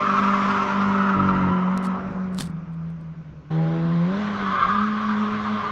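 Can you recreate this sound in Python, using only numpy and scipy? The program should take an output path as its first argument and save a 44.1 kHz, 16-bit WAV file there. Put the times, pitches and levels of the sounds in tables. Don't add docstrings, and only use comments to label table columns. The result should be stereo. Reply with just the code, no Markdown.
import sys
import numpy as np
from scipy import signal
from scipy.fft import rfft, irfft, next_fast_len
from scipy.io import wavfile
from scipy.ndimage import uniform_filter1d, map_coordinates

SR = 44100
rng = np.random.default_rng(int(sys.argv[2]) if len(sys.argv) > 2 else 0)


def pcm_store(signal):
    levels = np.round(np.clip(np.atleast_2d(signal), -1, 1) * 32767)
    wavfile.write(sys.argv[1], SR, levels.astype(np.int16).T)


N = 251811
T = np.arange(N) / SR
SPLICE_S = 3.503
NEAR_DB = -33

# start_s [s], roar_db [dB], scrub_db [dB]
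ROAD = [
    [(0, -32, -34), (.5, -31, -31.5), (1.5, -32.5, -45), (2.1, -36.5, -49), (2.55, -48.5, -58),
     (3.49, -59.5, -60)],
    [(3.5, -42, -43.5), (4.0, -41.5, -42), (4.2, -35.5, -34.5), (4.6, -37, -36), (4.95, -40.5, -36),
     (5.71, -36, -35.5)],
]
# freq_hz [Hz], relative_density_db [dB per Hz]
RUMBLE = [(12, -44.5), (20, -15.5), (107, -14), (152, -7), (300, -19), (600, -24), (800, -46), (1100, -120)]


def amp(db):
    return 10 ** (np.asarray(db) / 20)


def unit(x):
    return x / np.sqrt(np.mean(x ** 2) + 1e-20)


def along(points, hz):
    f, v = np.transpose(points)
    return np.interp(np.log(hz + 1), np.log(f + 1), v)


def curves(tables):
    s, *cols = np.concatenate(tables).T
    return [np.interp(T, s, c) for c in cols]


def wobble(rate):
    knots = rng.standard_normal(int(N * rate / SR) + 4)
    return map_coordinates(knots, [T * rate], order=2)


def window(start, end, edge):
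    return np.clip(np.minimum(T - start, end - T) / edge + .5, 0, 1)


def filtered(x, response):
    m = next_fast_len(N + SR // 2)
    spectrum = rfft(x, m) * response(np.fft.rfftfreq(m, 1 / SR))
    return irfft(spectrum, m)[..., :N]


def rush(spectrum, patchy_db):
    z = signal.stft(rng.standard_normal(N), nperseg=512)[2]
    field = uniform_filter1d(rng.standard_normal(z.shape), 6, 0)
    field = uniform_filter1d(field, 10, 1)
    patchy = signal.istft(z * amp(patchy_db * unit(field)), nperseg=512)[1][:N]
    return unit(filtered(patchy, lambda hz: amp(along(spectrum, hz))))


def distant_rumble():
    level_db, follows = -42.5, 0.2
    roar_db = curves(ROAD)[0]
    return amp(level_db + follows * (roar_db - NEAR_DB)) * rush(RUMBLE, patchy_db=2.5)


def fingers():
    # [dB, before the case colours it]
    ticks = [(1.776, -15), (2.347, -25.5), (2.381, -26.5), (2.3869, -8.5), (2.4006, -19), (2.408, -5.5),
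             (2.4217, -14), (2.903, -44.5), (3.012, -43.5)]
    # [dB, before the case colours it]
    rubs = [(1.83, 1.87, -35), (2.395, 2.425, -23.5), (2.372, 2.44, -33), (2.43, 2.474, -36),
            (2.46, 2.505, -49), (2.728, 2.742, -54), (2.33, 2.37, -48)]
    # start_s [s], peak_db [dB], settled_pitch_hz [Hz]
    bumps = [(2.084, -23.5, 119.1), (2.107, -25, 142), (2.399, -26, 151), (2.407, -18.5, 134.2), ]
    # freq_hz [Hz], gain_db [dB]
    case_colour = [(250, -22.5), (1000, -2.5), (2190, -9.5), (4470, -0.5), (6450, -8.5), (8610, -4),
                   (15700, -27)]
    tick_fall_s, bump_fall_s = 0.0076, 0.065
    sag_s = .004
    bright, low = np.zeros((2, N)), np.zeros(N)
    t = np.arange(SR // 10) / SR
    for s, db in ticks:
        burst = amp(db - 60 * t / tick_fall_s) * rng.standard_normal((2, len(t)))
        bright[:, round(s * SR):][:, :len(t)] += burst
    for start, end, db in rubs:
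        grain = amp(db + 3.4 * wobble(400) + 1.5 * wobble(90))
        bright += grain * window(start, end, 0.016) * rng.standard_normal((2, N))
    for s, db, hz in bumps:
        sagging_t = t + sag_s * (1 - np.exp(-t / sag_s))
        low[round(s * SR):][:len(t)] += amp(db - 60 * t / bump_fall_s) * np.sin(2 * np.pi * hz * sagging_t)
    right_colour = [(1500, 4.0), (5000, -11.5), (8000, -30.0), (13000, -17.5)]  # (Hz, dB)
    channel_db = lambda hz: along(right_colour, hz) * [[0], [1]]
    return filtered(bright, lambda hz: amp(along(case_colour, hz) + channel_db(hz))) + low


def slips(hz, spread, flutter_db, second_db, count):
    even = np.linspace(-1, 1, count)
    x = 0
    for place in even ** 3 / 2 + even / 2:
        rate_hz = hz * (1 + spread * place + .03 * wobble(20) + .015 * wobble(150))
        phase = 2 * np.pi * np.cumsum(rate_hz) / SR
        overtones = amp(second_db) * (np.sin(2 * phase) + .5 * np.sin(3 * phase))
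        x = x + amp(flutter_db * wobble(70)) * (np.sin(phase) + overtones)
    return unit(x)


def squeal(judder, high_hz, low_hz, high_db, low_db):
    shoulder_ratio, shoulder_going_db, shoulder_coming_db = 1.3, -13.5, -8.5
    shoulder_db = high_db + np.where(T < SPLICE_S, shoulder_going_db, shoulder_coming_db)
    high = slips(high_hz, .095, flutter_db=3.5, second_db=-22.0, count=6)
    shoulder = slips(shoulder_ratio * high_hz, .08, flutter_db=4.0, second_db=-17.5, count=4)
    low = slips(low_hz, .06, flutter_db=3.0, second_db=-10.5, count=4)
    x = amp(high_db + 2.1 * judder) * high
    x += amp(shoulder_db + judder) * shoulder
    return x + amp(low_db + 0.13 * judder) * low


def tyres(judder):
    # start_s [s], high_squeal_db [dB], low_squeal_db [dB]
    slide = [
        [(0, -23.5, -25.5), (.07, -20, -30.5), (.55, -23, -26.5), (.7, -28, -28), (1.05, -24.5, -30.5),
         (1.4, -26.5, -29.5), (1.62, -33.5, -32.5), (1.95, -32.5, -38.5), (2.1, -51, -60.5),
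         (3.49, -71.5, -67.5)],
        [(3.5, -60.5, -47.5), (4.1, -49.5, -42.5), (4.36, -34, -43), (4.45, -29, -34.5), (4.62, -21, -24.5),
         (4.8, -24.5, -44), (4.92, -30, -38), (5.71, -32.5, -32)],
    ]
    # start_s [s], high_hz [Hz], low_hz [Hz]
    pitch = [
        [(0, 1221, 1035), (1.05, 1305, 992), (2, 1245, 994.2), (4.4, 1190, 1060), (4.8, 1178, 1081),
         (5.71, 1190, 1055)],
    ]
    # [dB, dying away at once]
    bites = [(.065, 2), (0.544, 4), (1.004, 5.5), (1.085, 4), (1.29, 7), (4.594, 4.5), (4.785, 5.5),
             (5.09, 9.5)]
    # freq_hz [Hz], relative_density_db [dB per Hz]
    roar_spectrum = [(130, -43), (220, -4.5), (344, -17), (389, -12.5), (723, -10.5), (1260, -8.5),
                     (2300, -23.5), (3250, -57.5), (5500, -120)]
    # freq_hz [Hz], relative_density_db [dB per Hz]
    scrub_spectrum = [(880, -26), (1500, -5), (1730, -12), (2250, -11.5), (2700, -15.5), (4790, -23),
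                      (6000, -24.5), (7570, -36.5), (9000, -58), (11700, -87.5), (19800, -120)]
    bite_s = 0.014
    flare_db, flare_from_db = 2, -31.5
    high_hz, low_hz = curves(pitch)
    high_db, low_db = curves(slide)
    roar_db, scrub_db = curves(ROAD)
    high_db = high_db + sum(db * window(s, T[-1] + 1, 0.0035) * np.exp(-np.maximum(T - s, 0) / bite_s)
                            for s, db in bites)
    flare = flare_db * np.clip((high_db - flare_from_db) / 6, 0, 1) * np.maximum(judder, 0)
    x = squeal(judder, high_hz, low_hz, high_db, low_db)
    x += amp(roar_db) * rush(roar_spectrum, patchy_db=1.5)
    return x + amp(scrub_db + 0.43 * judder + flare) * rush(scrub_spectrum, patchy_db=2.0)


def orders(table, cycle, low_db, high_db, waver_db, loose):
    rough_db = 1.8
    x = 0
    for k, db in table:
        base_db = db + (low_db if k < 4 else high_db)
        level_db = base_db + waver_db * wobble(9) + loose * rough_db * wobble(45)
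        drift = 0.065 * k * wobble(12) + 0.031 * k * wobble(50) + rng.uniform(0, 2 * np.pi)
        x = x + np.sqrt(2) * amp(level_db) * np.sin(k * cycle + loose * drift)
    return x


def firing_tone(cycle, tone_db, roar_db):
    # start_s [s], end_s [s]
    skips = [(2.092, 2.106), (2.124, 2.143), (2.394, 2.43), (2.482, 2.497)]
    echo_s, echo_going_db, echo_coming_db = 0.263, -16.5, -22
    echo_grows = .42
    tone = np.sqrt(2) * amp(tone_db + 1.2 * wobble(18)) * np.sin(4 * cycle + .15 * wobble(25))
    echo_db = np.where(T < SPLICE_S, echo_going_db, echo_coming_db) + echo_grows * (NEAR_DB - roar_db)
    tone += amp(echo_db) * np.interp(T - echo_s, T, tone, left=0)
    return tone * (1 - .85 * sum(window(start, end, .003) for start, end in skips))


def misfire(cycle):
    # cycle_multiple, relative_db [dB]
    misfire_orders = [(1, -19), (2, -10.5), (3, -8.5), (6, -12), (7, -18), (9, -25), (10, -27.5)]
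    # [dB, added to the orders and puffs]
    stumble = (1.156, 1.525, -22)
    puff_db = -20.5
    start, end, db = stumble
    puffs = amp(db + puff_db) * (1 + np.sin(cycle)) * rush(RUMBLE, patchy_db=0)
    lines = orders(misfire_orders, cycle, db, db, waver_db=1.2, loose=.6)
    return window(start, end, 0.011) * (lines + puffs)


def engine():
    # start_s [s], firing_rate_hz [Hz], firing_tone_db [dB]
    revs = [
        [(0, 198.6, -33), (.22, 199, -22), (.53, 198.4, -25.5), (.68, 197.6, -33.5), (.8, 198.1, -21.5),
         (1.1, 195.6, -21.5), (1.56, 181.6, -21.5), (1.75, 187.4, -22), (1.9, 187.8, -25.5),
         (1.98, 188.9, -30.5), (2.17, 187.5, -25), (2.38, 184.5, -29.5), (2.46, 165.1, -33), (2.55, 162.4, -31),
         (2.65, 163, -35.5), (2.95, 165.8, -32.5), (3.15, 154.9, -38.5), (3.49, 144.9, -46.5)],
        [(3.5, 156.3, -23.5), (3.55, 159.5, -21), (4.04, 170.7, -20.5), (4.2, 210.4, -26), (4.5, 194.3, -27.5),
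         (4.58, 188, -44), (4.68, 183.5, -34.5), (4.72, 204.6, -30), (4.82, 209.8, -22), (4.93, 212.9, -26.5),
         (5.24, 210.8, -23.5), (5.39, 210.7, -27), (5.55, 211.3, -24), (5.66, 206.6, -43), (5.71, 212, -34)],
    ]
    # cycle_multiple, relative_db [dB]
    going_orders = [(2, -24), (3, -23), (5, -16), (6, -25), (8, -15), (12, -17.5)]
    # cycle_multiple, relative_db [dB]
    coasting_orders = [(2, -18), (6, -21.5), (7, -20), (8, -20)]
    # cycle_multiple, relative_db [dB]
    coming_orders = [(2, -22.5), (3, -34.5), (5, -35), (6, -23), (8, -14), (12, -20.5), (16, -26.5)]
    # cycle_multiple, relative_db [dB]
    rounding_orders = [(10, -20), (14, -23.5), (20, -20)]
    # start_s [s], end_s [s], rise_db [dB]
    pull = (3.49, 4.094, 11.4)
    lift_s, straight_s = 2.44, 3.8
    below_db, below_follows = -23, .4
    above_db = 8.5
    hz, tone_db = curves(revs)
    roar_db = curves(ROAD)[0]
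    cycle = np.cumsum(hz) * np.pi / 2 / SR
    tone = firing_tone(cycle, tone_db, roar_db)
    low_db = below_db + below_follows * (roar_db - NEAR_DB)
    start, end, db = pull
    high_db = roar_db + above_db + db * window(start, end, 0.22)
    going = orders(going_orders, cycle, low_db, high_db, waver_db=2.8, loose=1)
    coasting = orders(coasting_orders, cycle, low_db, high_db, waver_db=2.8, loose=1)
    coming = orders(coming_orders, cycle, low_db, high_db, waver_db=2.8, loose=1)
    straight_db = high_db - 9 * window(straight_s, T[-1] + 1, 0.092)
    coming = coming + orders(rounding_orders, cycle, low_db, straight_db, waver_db=2, loose=1)
    lines = np.select([T < lift_s, T < SPLICE_S], [going, coasting], coming)
    return tone + lines + misfire(cycle)


def scatter(x, other):
    # freq_hz [Hz], likeness [0 to 1]
    alike = [(35, 0.87), (110, 0.97), (1400, 0.94), (1900, 0.74), (2500, 0.5), (3100, 0.36), (3700, 0.43),
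             (5600, 0.18)]
    share = lambda hz: np.clip(along(alike, hz), 0, 1)
    right = filtered(x, share) + filtered(other, lambda hz: np.sqrt(1 - share(hz) ** 2))
    return np.array([x, right])


def two_channels(x, lead):
    # freq_hz [Hz], left_minus_right_db [dB]
    tilt = [(600, 0), (1400, -1.5), (1950, -6), (2400, -2.5), (3100, 7), (4000, 3), (5400, 12.5),
            (6300, 36)]
    side = np.array([[.5], [-.5]])
    channel_db = lambda hz: np.clip(along(tilt, hz), -12, 60) * [[0], [-1]]
    turn = lambda hz: np.exp(1j * side * np.interp(hz, *np.transpose(lead)))
    return filtered(x, lambda hz: amp(channel_db(hz)) * turn(hz))


def scene():
    # freq_hz [Hz], left_leads_rad [radians]
    lead_going = [(0, 0), (1380, 1.3), (2240, 4), (2840, 6.9), (3450, 7.7), (5250, 11.3)]
    # freq_hz [Hz], left_leads_rad [radians]
    lead_coming = [(0, 0), (1700, .2), (2240, 2.2), (2930, 3.1), (3300, 6), (4000, 7.4)]
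    # freq_hz [Hz], gain_db [dB]
    head_on = [(900, 0.5), (1300, -1.5), (1800, -4), (2300, -3.5), (2750, 2), (3400, 2), (4200, -0.5),
               (5600, -4.5)]
    judder = 1.18 * np.tanh(.6 * wobble(30) + .8 * wobble(70))
    road = tyres(judder) + distant_rumble()
    other_road = tyres(judder) + distant_rumble()
    car = scatter(engine() + road, other_road)
    facing_car = filtered(car, lambda hz: amp(along(head_on, hz)))
    going = window(.004, SPLICE_S - .008, .008)
    coming = window(SPLICE_S + .002, T[-1] + 1, .01)
    leaving = going * two_channels(car, lead_going)
    returning = coming * two_channels(facing_car, lead_coming)
    return leaving + returning + fingers()


def record(dry):
    # freq_hz [Hz], relative_density_db [dB per Hz]
    hiss_spectrum = [(1500, -23.5), (3000, 1), (6500, -2), (8000, -30), (15000, -40)]
    hiss_db, top_hz = -75.5, 15800
    hiss = amp(hiss_db) * np.array([rush(hiss_spectrum, patchy_db=0.5), rush(hiss_spectrum, patchy_db=1.0)])
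    return filtered(dry + hiss, lambda hz: hz < top_hz)


dry = scene()
out = record(dry)
pcm_store(out)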